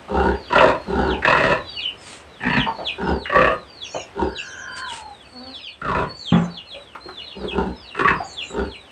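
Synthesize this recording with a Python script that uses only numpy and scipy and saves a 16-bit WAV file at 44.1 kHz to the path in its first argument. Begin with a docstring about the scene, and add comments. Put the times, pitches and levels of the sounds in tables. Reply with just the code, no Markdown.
"""Over a restless yard that slowly ebbs, a grunt and then a bark open a chorus of hungry pigs under a tin roof.
Flapping throats excite mouth and snout resonances; chicks peep throughout as tones that break and plunge.
From 2 s feed swishes as filtered noise, clucks and a grunt-like pop are rough pulses, tiny chips twitter.
A thin, strained crow of gliding partials sounds from a distant rooster at 4 s, then a soft moan; past 6 s
a pig thumps the pen wall, whose modes ring, and two light knocks follow as bursts of resonant noise."""
import sys
import numpy as np
from scipy import signal
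from scipy.fft import rfft, irfft, next_fast_len
from scipy.io import wavfile
from scipy.ndimage import uniform_filter1d, minimum_filter1d, map_coordinates

SR = 44100
rng = np.random.default_rng(int(sys.argv[2]) if len(sys.argv) > 2 else 0)


def master_out(mix):
    """Clip the mix to full scale and print it as 16-bit PCM to the path in sys.argv[1]."""
    frames = np.transpose(np.atleast_2d(mix))
    ceiling = np.clip(frames, -1, 1)
    pcm = np.round(ceiling * 32767).astype(np.int16)
    wavfile.write(sys.argv[1], SR, pcm)


N = 392931
TIME = np.arange(N) / SR


def amp(db):
    """Decibel law: 20 dB is a tenfold amplitude."""
    return 10 ** (np.asarray(db) / 20)


def unit(x):
    """Normalization by root mean square, to rms 1."""
    return x / np.sqrt(np.mean(x ** 2) + 1e-20)


def along(points, hz):
    """Logarithmic frequency scale: interpolate (Hz, value) points on it."""
    f, v = np.transpose(points)
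    return np.interp(np.log(hz + 1), np.log(f + 1), v)


def wobble(n, rate):
    """Band-limited random modulation: a smooth curve of n samples with rate knots a second."""
    knots = rng.standard_normal(int(n * rate / SR) + 4)
    return map_coordinates(knots, [np.arange(n) * rate / SR])


def coloured(x, gain):
    """Minimum-phase filtering: the folded cepstrum gives a causal filter with this gain of frequency."""
    m = 2 * next_fast_len(len(x) // 2 + 4096)
    log_gain = np.log(np.maximum(gain(np.fft.rfftfreq(m, 1 / SR)), 1e-6))
    cepstrum = irfft(log_gain)
    cepstrum[1:m // 2] *= 2
    cepstrum[m // 2 + 1:] = 0
    return irfft(rfft(x, m) * np.exp(rfft(cepstrum)))[:len(x)]


def hiss(n, gain):
    """Spectral shaping of white noise, at rms 1."""
    return unit(coloured(rng.standard_normal(n), gain))


def resonance(hz, centre, width):
    """Resonance curve: gain falls to one half at one width from the centre."""
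    return 1 / (1 + ((hz - centre) / width) ** 2)


def resonate(x, hz, width):
    """Heterodyne resonator: shift a centre, fixed or moving, to zero, smooth twice and shift back."""
    turn = np.exp(2j * np.pi * np.cumsum(hz + np.zeros(len(x))) / SR)
    p = np.exp(-2 * np.pi * width / SR)
    smoothed = signal.lfilter([(1 - p) ** 2], [1, -2 * p, p * p], x / turn)
    return 2 * np.real(turn * smoothed)


def add(track, s, x):
    """Superposition: mix x into the track from time s."""
    i = round(s * SR)
    x, i = x[max(-i, 0):], max(i, 0)
    track[i:i + len(x)] += x[:N - i]


def pulses(rate, jitter, scatter_db):
    """Jittered pulse train: uneven pulses of uneven size follow a rate per sample."""
    n = len(rate)
    cycles = np.cumsum(rate * np.exp(jitter * wobble(n, rate.mean()))) / SR
    at = np.flatnonzero(np.diff(np.floor(cycles)))
    train = np.zeros(n)
    train[at] = amp(scatter_db * rng.standard_normal(len(at)))
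    return train


def puffs(train, life):
    """Pulsed turbulence: each pulse releases noise whose power decays over life seconds."""
    power = signal.lfilter([1], [1, -np.exp(-1 / (SR * life))], train ** 2)
    return np.sqrt(power) * rng.standard_normal(len(train))


def burst(hz, width, life):
    """Transient excitation: a sudden, short rush of noise through one resonance."""
    t = np.arange(SR // 10) / SR
    rush = rng.standard_normal(len(t)) * np.tanh(10 * t / life) * np.exp(-(t / life) ** 2)
    ring = resonate(rush, hz, width)
    return ring / np.std(ring[t < life])


# reverberation of walls and roof: hz [Hz], t60_s [s]
PEN_DECAY = [(70, 0.33), (450, 0.22), (1100, 0.23), (2800, 0.18), (9000, 0.098)]


def pen(x, wet_db):
    """Frequency-dependent reverberation: walls and roof answer, and each frequency dies at its own speed."""
    hz, t, z = signal.stft(rng.standard_normal(SR * 3 // 4), SR, nperseg=256)
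    decay = amp(-60 * t / along(PEN_DECAY, hz)[:, None])
    tail = signal.istft(z * decay, SR, nperseg=256)[1]
    tail = np.pad(tail / np.linalg.norm(tail), (SR // 200, 0))
    return x + amp(wet_db) * signal.fftconvolve(x, tail)[:N]


def near_walls(x, echo_db, count=6):
    """Early reflection: a few delayed copies come from the ground and the pen front."""
    lags = rng.uniform(0.0017, 0.019, count)
    return x + amp(echo_db) * sum(np.pad(x, (int(lag * SR), 0))[:N] for lag in lags)


# background spectrum, before scaling to rms 1: hz [Hz], density_db [dB per Hz]
YARD_SPECTRUM = [(15, -39.5), (30, -2), (74, 5.5), (125, -4), (565, -2), (2970, -13), (11500, -38),
                 (16000, -65.5)]
# background level, about which it sways: time_s [s], level_db [dB]
YARD_LEVEL = [(0, -42.5), (2.3, -43.5), (5.2, -47), (8.5, -46)]
YARD_SWAY_DB, RUSTLE_DB = 1.8, -68  # rustle rms before its own swells


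def yard():
    """Amplitude-modulated noise: a restless farm background, and a faint high rustle that comes and goes."""
    db = np.interp(TIME, *np.transpose(YARD_LEVEL))
    sway = amp(db + YARD_SWAY_DB * wobble(N, 5.6))
    body = sway * hiss(N, lambda hz: amp(along(YARD_SPECTRUM, hz)))
    swells = amp(4 * wobble(N, 9) + 3 * wobble(N, 60))
    rustle = swells * hiss(N, lambda hz: resonance(hz, 8300, 800) ** 1.5)
    return body + amp(RUSTLE_DB) * rustle


# light knocks in the pen: start_s [s], level_db [dB]
KNOCKS = [(6.949, -33.5), (7.085, -36)]


def knocks():
    """Damped impact: dry taps of something bumped in the pen."""
    out = np.zeros(N)
    for s, db in KNOCKS:
        add(out, s, amp(db) * burst(hz=1100, width=550, life=0.016))
    return out


# swishes of feed: start_s [s], length_s [s], level_db [dB, before the rise and fall]
SWISHES = [(1.946, 0.32, -41.5), (4.744, 0.077, -37.5), (4.841, 0.21, -38)]
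# wet spray spectrum: hz [Hz], gain_db [dB]
SPRAY_SPECTRUM = [(500, -7.5), (2500, -1.5), (6000, -10), (8500, -3), (12000, -43)]


def basin():
    """Granular turbulence: wet feed swishes as a spray of noise with fast random swells."""
    out = np.zeros(N)
    for s, length, db in SWISHES:
        n = int(length * SR)
        splashes = rng.standard_normal(n) * amp(2.4 * wobble(n, 510))
        spray = coloured(splashes, lambda hz: amp(along(SPRAY_SPECTRUM, hz)))
        add(out, s, amp(db) * unit(spray) * np.hanning(n))
    return out


# twitters and squeaks: start_s [s], length_s [s], level_db [dB, mean over chips], pitch_hz [Hz, mean]
CHIRPS = [(3.83, 0.2, -44.5, 6240), (3.93, 0.082, -37.5, 2770), (4.37, 0.27, -47, 6170),
          (6.157, 0.3, -53.5, 7080), (8.234, 0.11, -48, 6970), (8.414, 0.11, -49, 7000)]
CHIP_S, CHIP_GAP_S, CHIP_SPREAD = 0.025, 0.008, 0.08  # length, spacing and pitch scatter (share) of chips
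QUIVER_DB = 3.0  # strength scatter of chips and peeps


def chirps():
    """Granular tone: each twitter is a flurry of tiny shivering chips, scattered in pitch and strength."""
    out, n = np.zeros(N), int(CHIP_S * SR)
    for s, length, db, hz in CHIRPS:
        for start in np.arange(s, s + length - CHIP_S / 2, CHIP_GAP_S):
            stray, size = rng.standard_normal(2)
            pitch = hz * (1 + CHIP_SPREAD * stray + .015 * wobble(n, 450))
            phase = 2 * np.pi * np.cumsum(pitch) / SR
            add(out, start, amp(db + QUIVER_DB * size) * np.hanning(n) * np.sin(phase))
    return out


ARCH_HZ, PEEP_END_HZ = 230, 2237  # upward bow of the high note; pitch about which the plunge ends
PLUNGE_S, PLUNGE_SHARE = 0.03, 0.18  # a plunge takes this long, plus a share of the peep
BEND, KINK = 0.015, 0.035  # slow unsteadiness of pitch; stumble during the plunge (shares)


def peep(length, start_hz, knee_hz, note_db, plunge_db):
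    """Register break: a soft high note arches, then the voice breaks and plunges; no two bend alike."""
    left = np.arange(length, 0, -1 / SR)  # time until the peep ends
    n, plunge_s = len(left), PLUNGE_S + PLUNGE_SHARE * length
    height = np.minimum(left / plunge_s, 1) ** 0.85
    early = np.maximum(left - plunge_s, 0) / (length - plunge_s)
    note = (start_hz - knee_hz) * early + ARCH_HZ * np.sin(np.pi * early)
    broken = (1 - np.tanh((left - 0.858 * plunge_s) / 0.0076)) / 2
    unsteady = 1 + BEND * wobble(n, 25) + KINK * broken * wobble(n, 110)
    pitch = (PEEP_END_HZ + (knee_hz - PEEP_END_HZ) * height + note) * unsteady
    phase = 2 * np.pi * np.cumsum(pitch) / SR
    db = note_db + (plunge_db - note_db) * broken + QUIVER_DB * wobble(n, 89.3)
    envelope = amp(db) * np.tanh(left / 0.0094) * np.tanh((length - left) / 0.019)
    return envelope * (np.sin(phase) + amp(-30) * broken * np.sin(2 * phase))


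# near chicks; pitches and levels are centres of random sway: end_s [s], length_s [s], start_pitch_hz [Hz],
# break_pitch_hz [Hz], note_level_db [dB], plunge_level_db [dB]
PEEPS = [(0.498, 0.16, 4700, 4090, -47, -42.5), (1.15, 0.2, 4800, 4130, -46.5, -32),
         (1.812, 0.19, 3950, 3200, -42.5, -32), (1.863, 0.21, 4700, 4204, -41.5, -27),
         (1.923, 0.1, 3000, 2750, -28.5, -45), (2.645, 0.16, 4500, 3780, -41, -25.5),
         (2.906, 0.1887, 4300, 4304, -51, -24), (3.283, 0.26, 5300, 4240, -48, -38.5),
         (3.871, 0.21, 4800, 4020, -47.5, -33), (4.407, 0.18, 4750, 4190, -49, -31.5),
         (4.937, 0.27, 4600, 4080, -43, -37.5), (5.611, 0.29, 4300, 4220, -43.5, -38),
         (5.694, 0.24, 4650, 3910, -50, -34.5), (6.323, 0.26, 4350, 4040, -40, -31.5),
         (6.385, 0.25, 4600, 4060, -51, -36.5), (6.607, 0.11, 4500, 4040, -42.5, -36),
         (6.761, 0.11, 4260, 3850, -42.5, -35), (7.229, 0.23, 4150, 3800, -45.5, -34.5),
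         (7.359, 0.15, 4150, 3520, -41, -40), (7.532, 0.18, 5000, 3830, -52.5, -31),
         (7.931, 0.18, 5200, 4130, -47, -40), (8.438, 0.29, 4950, 4064, -46.5, -30.5),
         (8.766, 0.19, 4750, 3970, -52, -37.5)]
FAR_PEEP_DB = -52


def chicks(count=26):
    """Superposed glides: near chicks, and the rest of the brood peeping at random further off."""
    out = np.zeros(N)
    for end, length, *voice in PEEPS:
        add(out, end - length, peep(length, *voice))
    for k, (when, size, slow) in enumerate(rng.random((count, 3))):
        hz = 3900 + 1400 * size
        start = (k + when) * N / SR / count
        add(out, start, peep(.14 + 0.18 * slow, hz, .85 * hz, FAR_PEEP_DB, FAR_PEEP_DB))
    return out


# short clucks and a grunt-like pop: start_s [s], decay_s [s, time to fall to 1/e],
# level_db [dB, before the envelope], resonance_hz [Hz], width_hz [Hz]
CLUCKS = [(2.662, 0.046, -20.5, 908, 190), (2.782, 0.063, -28.5, 624.6, 260),
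          (3.943, 0.036, -22.5, 617.5, 170), (6.741, 0.073, -37.5, 567, 50), (7.055, 0.034, -34.5, 367, 90),
          (7.44, 0.027, -23.5, 394.5, 109), (8.2, 0.034, -21.5, 775, 55)]


def clucks():
    """Source-filter principle: clucks and a grunt-like pop pass one main resonance and a weak broad one."""
    out = np.zeros(N)
    for s, decay, db, centre, width in CLUCKS:
        t = np.arange(int(3 * decay * SR)) / SR

        def tract(hz):
            """Parallel resonance under a gentle treble loss."""
            both = resonance(hz, centre, width) + amp(-22) * resonance(hz, 780, 1100)
            return both * resonance(hz, 0, 5000)

        train = pulses(np.full(len(t), centre / 2), jitter=0.04, scatter_db=4)
        flow = unit(train) + 1.2 * rng.standard_normal(len(t))
        envelope = (1 - np.exp(-t / 0.0025)) * np.exp(-(t / decay) ** 2)
        add(out, s, amp(db) * unit(coloured(flow, tract)) * envelope)
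    return out


# distant rooster crow: time_s [s], pitch_hz [Hz, before wavering], second_partial_db [dB, before wavering],
# third_partial_db [dB, before a 4 dB lift]
CROW = [(4.25, 512, -72, -48), (4.424, 531, -57.5, -41.5), (4.851, 508, -31.5, -35.5),
        (4.896, 474.5, -36, -50), (5.13, 401, -37.5, -65)]


def crow():
    """Additive synthesis with frequency modulation: a thin, strained, wavering crow that sinks at its end."""
    t = np.arange(CROW[0][0], CROW[-1][0], 1 / SR)
    n = len(t)
    s, *cols = np.transpose(CROW)
    hz, second_db, third_db = [np.interp(t, s, c) for c in cols]
    pitch = hz * (1 + 0.012 * wobble(n, 40) + 0.012 * wobble(n, 300))
    phase = 2 * np.pi * np.cumsum(pitch) / SR
    upper = np.sin(3 * phase + 1.1 * wobble(n, 250)) + amp(-15) * np.sin(6 * phase)
    second = amp(second_db + 2.8 * wobble(n, 44.1)) * np.sin(2 * phase + 0.29 * wobble(n, 200))
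    note = second + amp(third_db + 4.0) * upper
    out = np.zeros(N)
    add(out, s[0], note * signal.windows.tukey(n, .1))
    return out


MOAN_START_S, MOAN_LENGTH_S = 5.31, 0.24


def moan(pitch_hz=255, db=-43):
    """Harmonic series: a soft, clear whine from the back of the pen, its partials weakening as 1/k."""
    n = int(MOAN_LENGTH_S * SR)
    phase = 2 * np.pi * np.cumsum(pitch_hz * (1 + 0.025 * wobble(n, 38.7))) / SR
    tone = unit(sum(np.sin(k * phase) / k for k in range(1, 7)))
    out = np.zeros(N)
    add(out, MOAN_START_S, amp(db) * signal.windows.tukey(n) * tone)
    return out


# wall modes: hz [Hz], level_db [dB, relative to the blow], t60_s [s]
WALL_MODES = [(172.7, 3, 0.27), (225, 0, 0.13), (365, -14.5, 0.32), (791, -22, 0.43)]
# blows on the wall: start_s [s], level_db [dB]
THUMPS = [(6.321, -7), (6.3445, -11)]


def thump():
    """Modal synthesis: a heavy soft body meets the wall, whose modes boom and rattle briefly."""
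    out, t = np.zeros(N), np.arange(SR // 2) / SR
    attack = 1 - np.exp(-t / .0025)
    for s, db in THUMPS:
        boom = sum(amp(g - 60 * t / t60) * np.sin(2 * np.pi * hz * t) for hz, g, t60 in WALL_MODES)
        rattle = amp(-12.5 - 60 * t / 0.42) * hiss(len(t), lambda hz: resonance(hz, 520, 1360) ** 2)
        add(out, s, amp(db) * (boom + rattle) * attack)
    return out


SAG_DB_PER_S, RELEASE_S = 7.5, 0.092


def effort(age, length, lead_db, open_db, swell_s, release_db):
    """Amplitude envelope: a soft lead-in, a sudden opening, a swell, a slow sag and a release."""
    swell = np.where(age < 0, lead_db, open_db * np.clip(1 - age / swell_s, 0, 1))
    release = release_db * np.clip(1 - (length - age) / min(RELEASE_S, length), 0, 1)
    return amp(swell - SAG_DB_PER_S * np.maximum(age, 0) + release)


WANDER, WANDER_DB = 0.025, 2.0  # strays of a resonance in pitch (share) and strength


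def straying(resonances, n):
    """Time-varying formants: (Hz, width Hz, dB) resonances stray in pitch and strength as the mouth works."""
    return [(hz * (1 + WANDER * wobble(n, 19.6)), width, g + WANDER_DB * wobble(n, 16.85))
            for hz, width, g in resonances]


# air friction in the throat, before each call's rasp gain: hz [Hz], gain_db [dB]
RASP = [(1500, -34), (3500, -22), (4400, -28), (5500, -42), (8200, -39), (9500, -50), (15000, -72)]
FLAP_SCATTER_S, FLAP_SCATTER_DB = 0.00081, 1.26  # no two flaps are alike
FLAP_TREBLE_DB = 5  # hard flaps are brighter than the roar


def pig_call(t, level, period, formants, flutter, jitter, scatter_db, rough, puff_life,
             flap_db, flap_life, flapping_s, rasp_db, closure):
    """Source-filter principle: a fluttering throat and a run of hard flaps excite mouth or snout."""
    def throat(x):
        """Parallel formants beside the friction spectrum."""
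        friction = coloured(x, lambda hz: amp(along(RASP, hz) + rasp_db))
        return friction + sum(amp(g) * resonate(x, c, w) for c, w, g in formants)

    train = pulses(np.full(len(t), flutter), jitter, scatter_db)
    rough = np.clip(rough, 0, 1)
    flow = np.sqrt(1 - rough) * unit(train) + np.sqrt(rough) * unit(puffs(train, puff_life))
    # one flap at the lead-in, then a regular run
    beats = np.append(t[0], np.arange(0, t[-1], period))
    late, size = rng.standard_normal((len(beats), 2)).T
    age = t - (beats + FLAP_SCATTER_S * late)[:, None]
    hardness = np.exp(-(beats / flapping_s) ** 4)
    strength = hardness * amp(flap_db + FLAP_SCATTER_DB * size)
    bursts = strength @ ((age >= 0) * np.exp(-(age / flap_life) ** 2))
    # the throat closes for a moment before each hard flap
    closing = (age < 0) * np.exp(-(age / 0.0099) ** 2)
    shut = 1 - np.clip(closure, 0, 1) * hardness @ closing
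    flap_spectrum = [(500, 0.5), (2500, FLAP_TREBLE_DB), (9000, -3.0)]
    flap_noise = coloured(rng.standard_normal(len(t)), lambda hz: amp(along(flap_spectrum, hz)))
    voice = throat(level * (flow * shut + bursts * flap_noise)) / np.std(throat(flow))
    return voice * np.minimum((t[-1] - t) * 100, 1)


# closed-mouthed grunts: start_s [s], length_s [s], level_db [dB, before the envelope], chest_db [dB],
# brightness_db [dB], middle_nostril_rise [share over the call]
GRUNTS = [(0.11, 0.27, -19.5, -4.5, 1.5, 0.42), (0.893, 0.32, -20, -3, 0, 0.12),
          (3.009, 0.19, -20, -2, 0.5, 0.016), (4.179, 0.13, -18, -6, -3.5, 0),
          (7.38, 0.14, -30.5, -2, -7, 0.33), (7.542, 0.18, -21, -2, 0, 0.072),
          (8.53, 0.16, -22.5, 0, -2, 0.096)]
# broad chest boom: hz [Hz], width_hz [Hz]
GRUNT_CHEST = (201, 108)
# low snout resonances: hz [Hz], width_hz [Hz], gain_db [dB]
SNOUT = [(73, 15, -1), (385, 41.3, 4), (504.4, 19, -3.5)]
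# upper snout resonances: hz [Hz], width_hz [Hz], gain_db [dB, before brightness and effort]
NOSTRILS = [(876, 63.6, 0.5), (1443, 153, -9.5), (2727, 130, -25)]
GRUNT_FLAP_S, SNOUT_OPENS_DB = 0.029, 5.5  # rattle period; brightening with effort


def grunts():
    """Nasal resonance: low calls swell and rattle; upper snout resonances open with effort and glide."""
    out = np.zeros(N)
    for s, length, db, chest_db, bright_db, glide in GRUNTS:
        t = np.arange(-GRUNT_FLAP_S, length, 1 / SR)
        level = effort(t, length, lead_db=-8, open_db=-5.5, swell_s=0.063, release_db=-15.5)
        lift_db = bright_db + SNOUT_OPENS_DB * (level - 1)
        low, (mid_hz, *mid), high = [(hz, width, g + lift_db) for hz, width, g in NOSTRILS]
        gliding = (mid_hz * (1 + glide * (t / length - .5)), *mid)
        snout = straying([(*GRUNT_CHEST, chest_db), *SNOUT, low, gliding, high], len(t))
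        voice = pig_call(t, level, GRUNT_FLAP_S, snout, flutter=66, jitter=.2, scatter_db=2, rough=.45,
                         puff_life=.008, flap_db=-5, flap_life=.013, flapping_s=.3, rasp_db=-12, closure=.55)
        add(out, s - GRUNT_FLAP_S, amp(db) * voice)
    return out


# open-mouthed barks: start_s [s], length_s [s], level_db [dB, before the envelope], opening_level_db [dB],
# flap_period_s [s], flap_strength_db [dB], jaw_hz [Hz], jaw_db [dB, at mid-call], opening_tongue_hz [Hz],
# settled_tongue_hz [Hz], cheek_db [dB], brightness_db [dB], rasp_db [dB]
BARKS = [(0.525, 0.27, -13.5, -1, 0.0265, 1, 583, 4.5, 1040, 980, -3.5, -7.5, -3.5),
         (1.248, 0.37, -17.5, 0, 0.025, 3.5, 537, 4.5, 884, 1015, -3.5, 0, 1.5),
         (2.434, 0.24, -18.5, -7.5, 0.032, -1, 206, 6.5, 800, 964, -7, 3, -6),
         (3.324, 0.25, -15.5, -5, 0.03, 4.5, 545, 3.5, 1115, 1185, -19, -4, -11),
         (5.847, 0.27, -22.5, -3, 0.034, 3.5, 560, -0.5, 1360, 1043, -8.5, -9.5, -7),
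         (7.991, 0.074, -18.5, 0.5, 0.045, -1, 392, -1, 1110, 1110, -1, -1.5, -3.5),
         (8.046, 0.14, -18, -3.5, 0.0292, 2, 400, -17, 1120, 1090, -3, -4.5, -9)]
# upper resonances: hz [Hz], gain_db [dB, before brightness]
TEETH = [(1790, -0.5), (2550, -8.5)]
# hard bright flaps and small smacks at or before some barks: start_s [s], level_db [dB], resonance_hz [Hz]
SMACKS = [(0.58, -19, 2640), (1.221, -26.5, 1780), (1.274, -14, 950), (3.255, -28, 1820),
          (8.048, -18.5, 1125), (8.076, -15.5, 1820)]
# the bark's level is subtracted from these two gains, so they boom equally in soft and loud barks
BELLY_HZ, BELLY_DB, CHEST_HZ, CHEST_DB = 72.6, -22, 161.5, -18.5
PALATE_HZ, PALATE_DB, CHEEK_HZ = 387, -1, 1356  # resonances that all barks share
TONGUE_GLIDE_S, JAW_GROWS_DB = 0.052, 6  # the tongue settles early; the jaw takes over as the mouth closes


def barks():
    """Formant transition: harsh open-mouthed calls darken as the effort fades and the mouth closes."""
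    out = np.zeros(N)
    for (s, length, db, open_db, period, flap_db, jaw_hz, jaw_db,
         opening_hz, settled_hz, cheek_db, bright_db, rasp_db) in BARKS:
        t = np.arange(-period, length, 1 / SR)
        tongue_hz = settled_hz + (opening_hz - settled_hz) * np.exp(-(t / TONGUE_GLIDE_S) ** 2)
        growing_jaw_db = jaw_db + JAW_GROWS_DB * (t / length - .5)
        mouth = [(BELLY_HZ, BELLY_DB - db), (CHEST_HZ, CHEST_DB - db), (PALATE_HZ, PALATE_DB),
                 (jaw_hz, growing_jaw_db), (tongue_hz, 0), (CHEEK_HZ, cheek_db),
                 *[(hz, g + bright_db) for hz, g in TEETH]]
        # higher resonances are wider
        formants = straying([(hz, 24 + 0.072 * np.mean(hz), g) for hz, g in mouth], len(t))
        level = effort(t, length, lead_db=-12.5, open_db=open_db, swell_s=0.05, release_db=-17.0)
        voice = pig_call(t, level, period, formants, flutter=70, jitter=0.35, scatter_db=3.5, rough=0.75,
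                         puff_life=0.008, flap_db=flap_db, flap_life=0.013, flapping_s=0.17,
                         rasp_db=rasp_db, closure=0.65)
        # the greatest effort still to come sets how much treble passes
        opening = np.maximum.accumulate(level[::-1])[::-1] / level.max()
        dark = signal.sosfiltfilt(signal.butter(2, 1400, fs=SR, output="sos"), voice)
        add(out, s - period, amp(db) * (dark + (voice - dark) * opening ** .3))
    for s, db, hz in SMACKS:
        add(out, s, amp(db) * burst(hz, width=hz / 7, life=0.017))
    return out


CALLS_TOP_HZ = 9000  # low-pass corner for the pigs' calls and the crow


def scene():
    """Superposition of direct and reverberant sound: pigs, and birds echoing among the same walls."""
    calls = pen(barks(), wet_db=-5.5) + pen(grunts() + crow() + moan(), wet_db=-2.5)
    calls = signal.sosfilt(signal.butter(6, CALLS_TOP_HZ, fs=SR, output="sos"), calls)
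    birds = pen(near_walls(chicks() + chirps(), echo_db=-13), wet_db=-1.5)
    pops = pen(clucks() + knocks(), wet_db=-5)
    wall = pen(thump(), wet_db=-9.5)
    feed = pen(basin(), wet_db=-6.5)
    return (calls + birds + pops + wall + feed + yard())[None]


TOP_HZ = 15500


def record(dry):
    """Band limitation and peak limiting: the microphone sheds deep bass, high peaks and the top treble."""
    x = signal.sosfilt(signal.butter(4, 55, "high", fs=SR, output="sos"), dry)
    needed = np.minimum(1, .86 / (abs(x) + 1e-9))
    x = x * uniform_filter1d(minimum_filter1d(needed, size=301), size=301)
    return irfft(rfft(x) * (np.fft.rfftfreq(N, 1 / SR) < TOP_HZ), N)


dry = scene()
out = record(dry)
master_out(out)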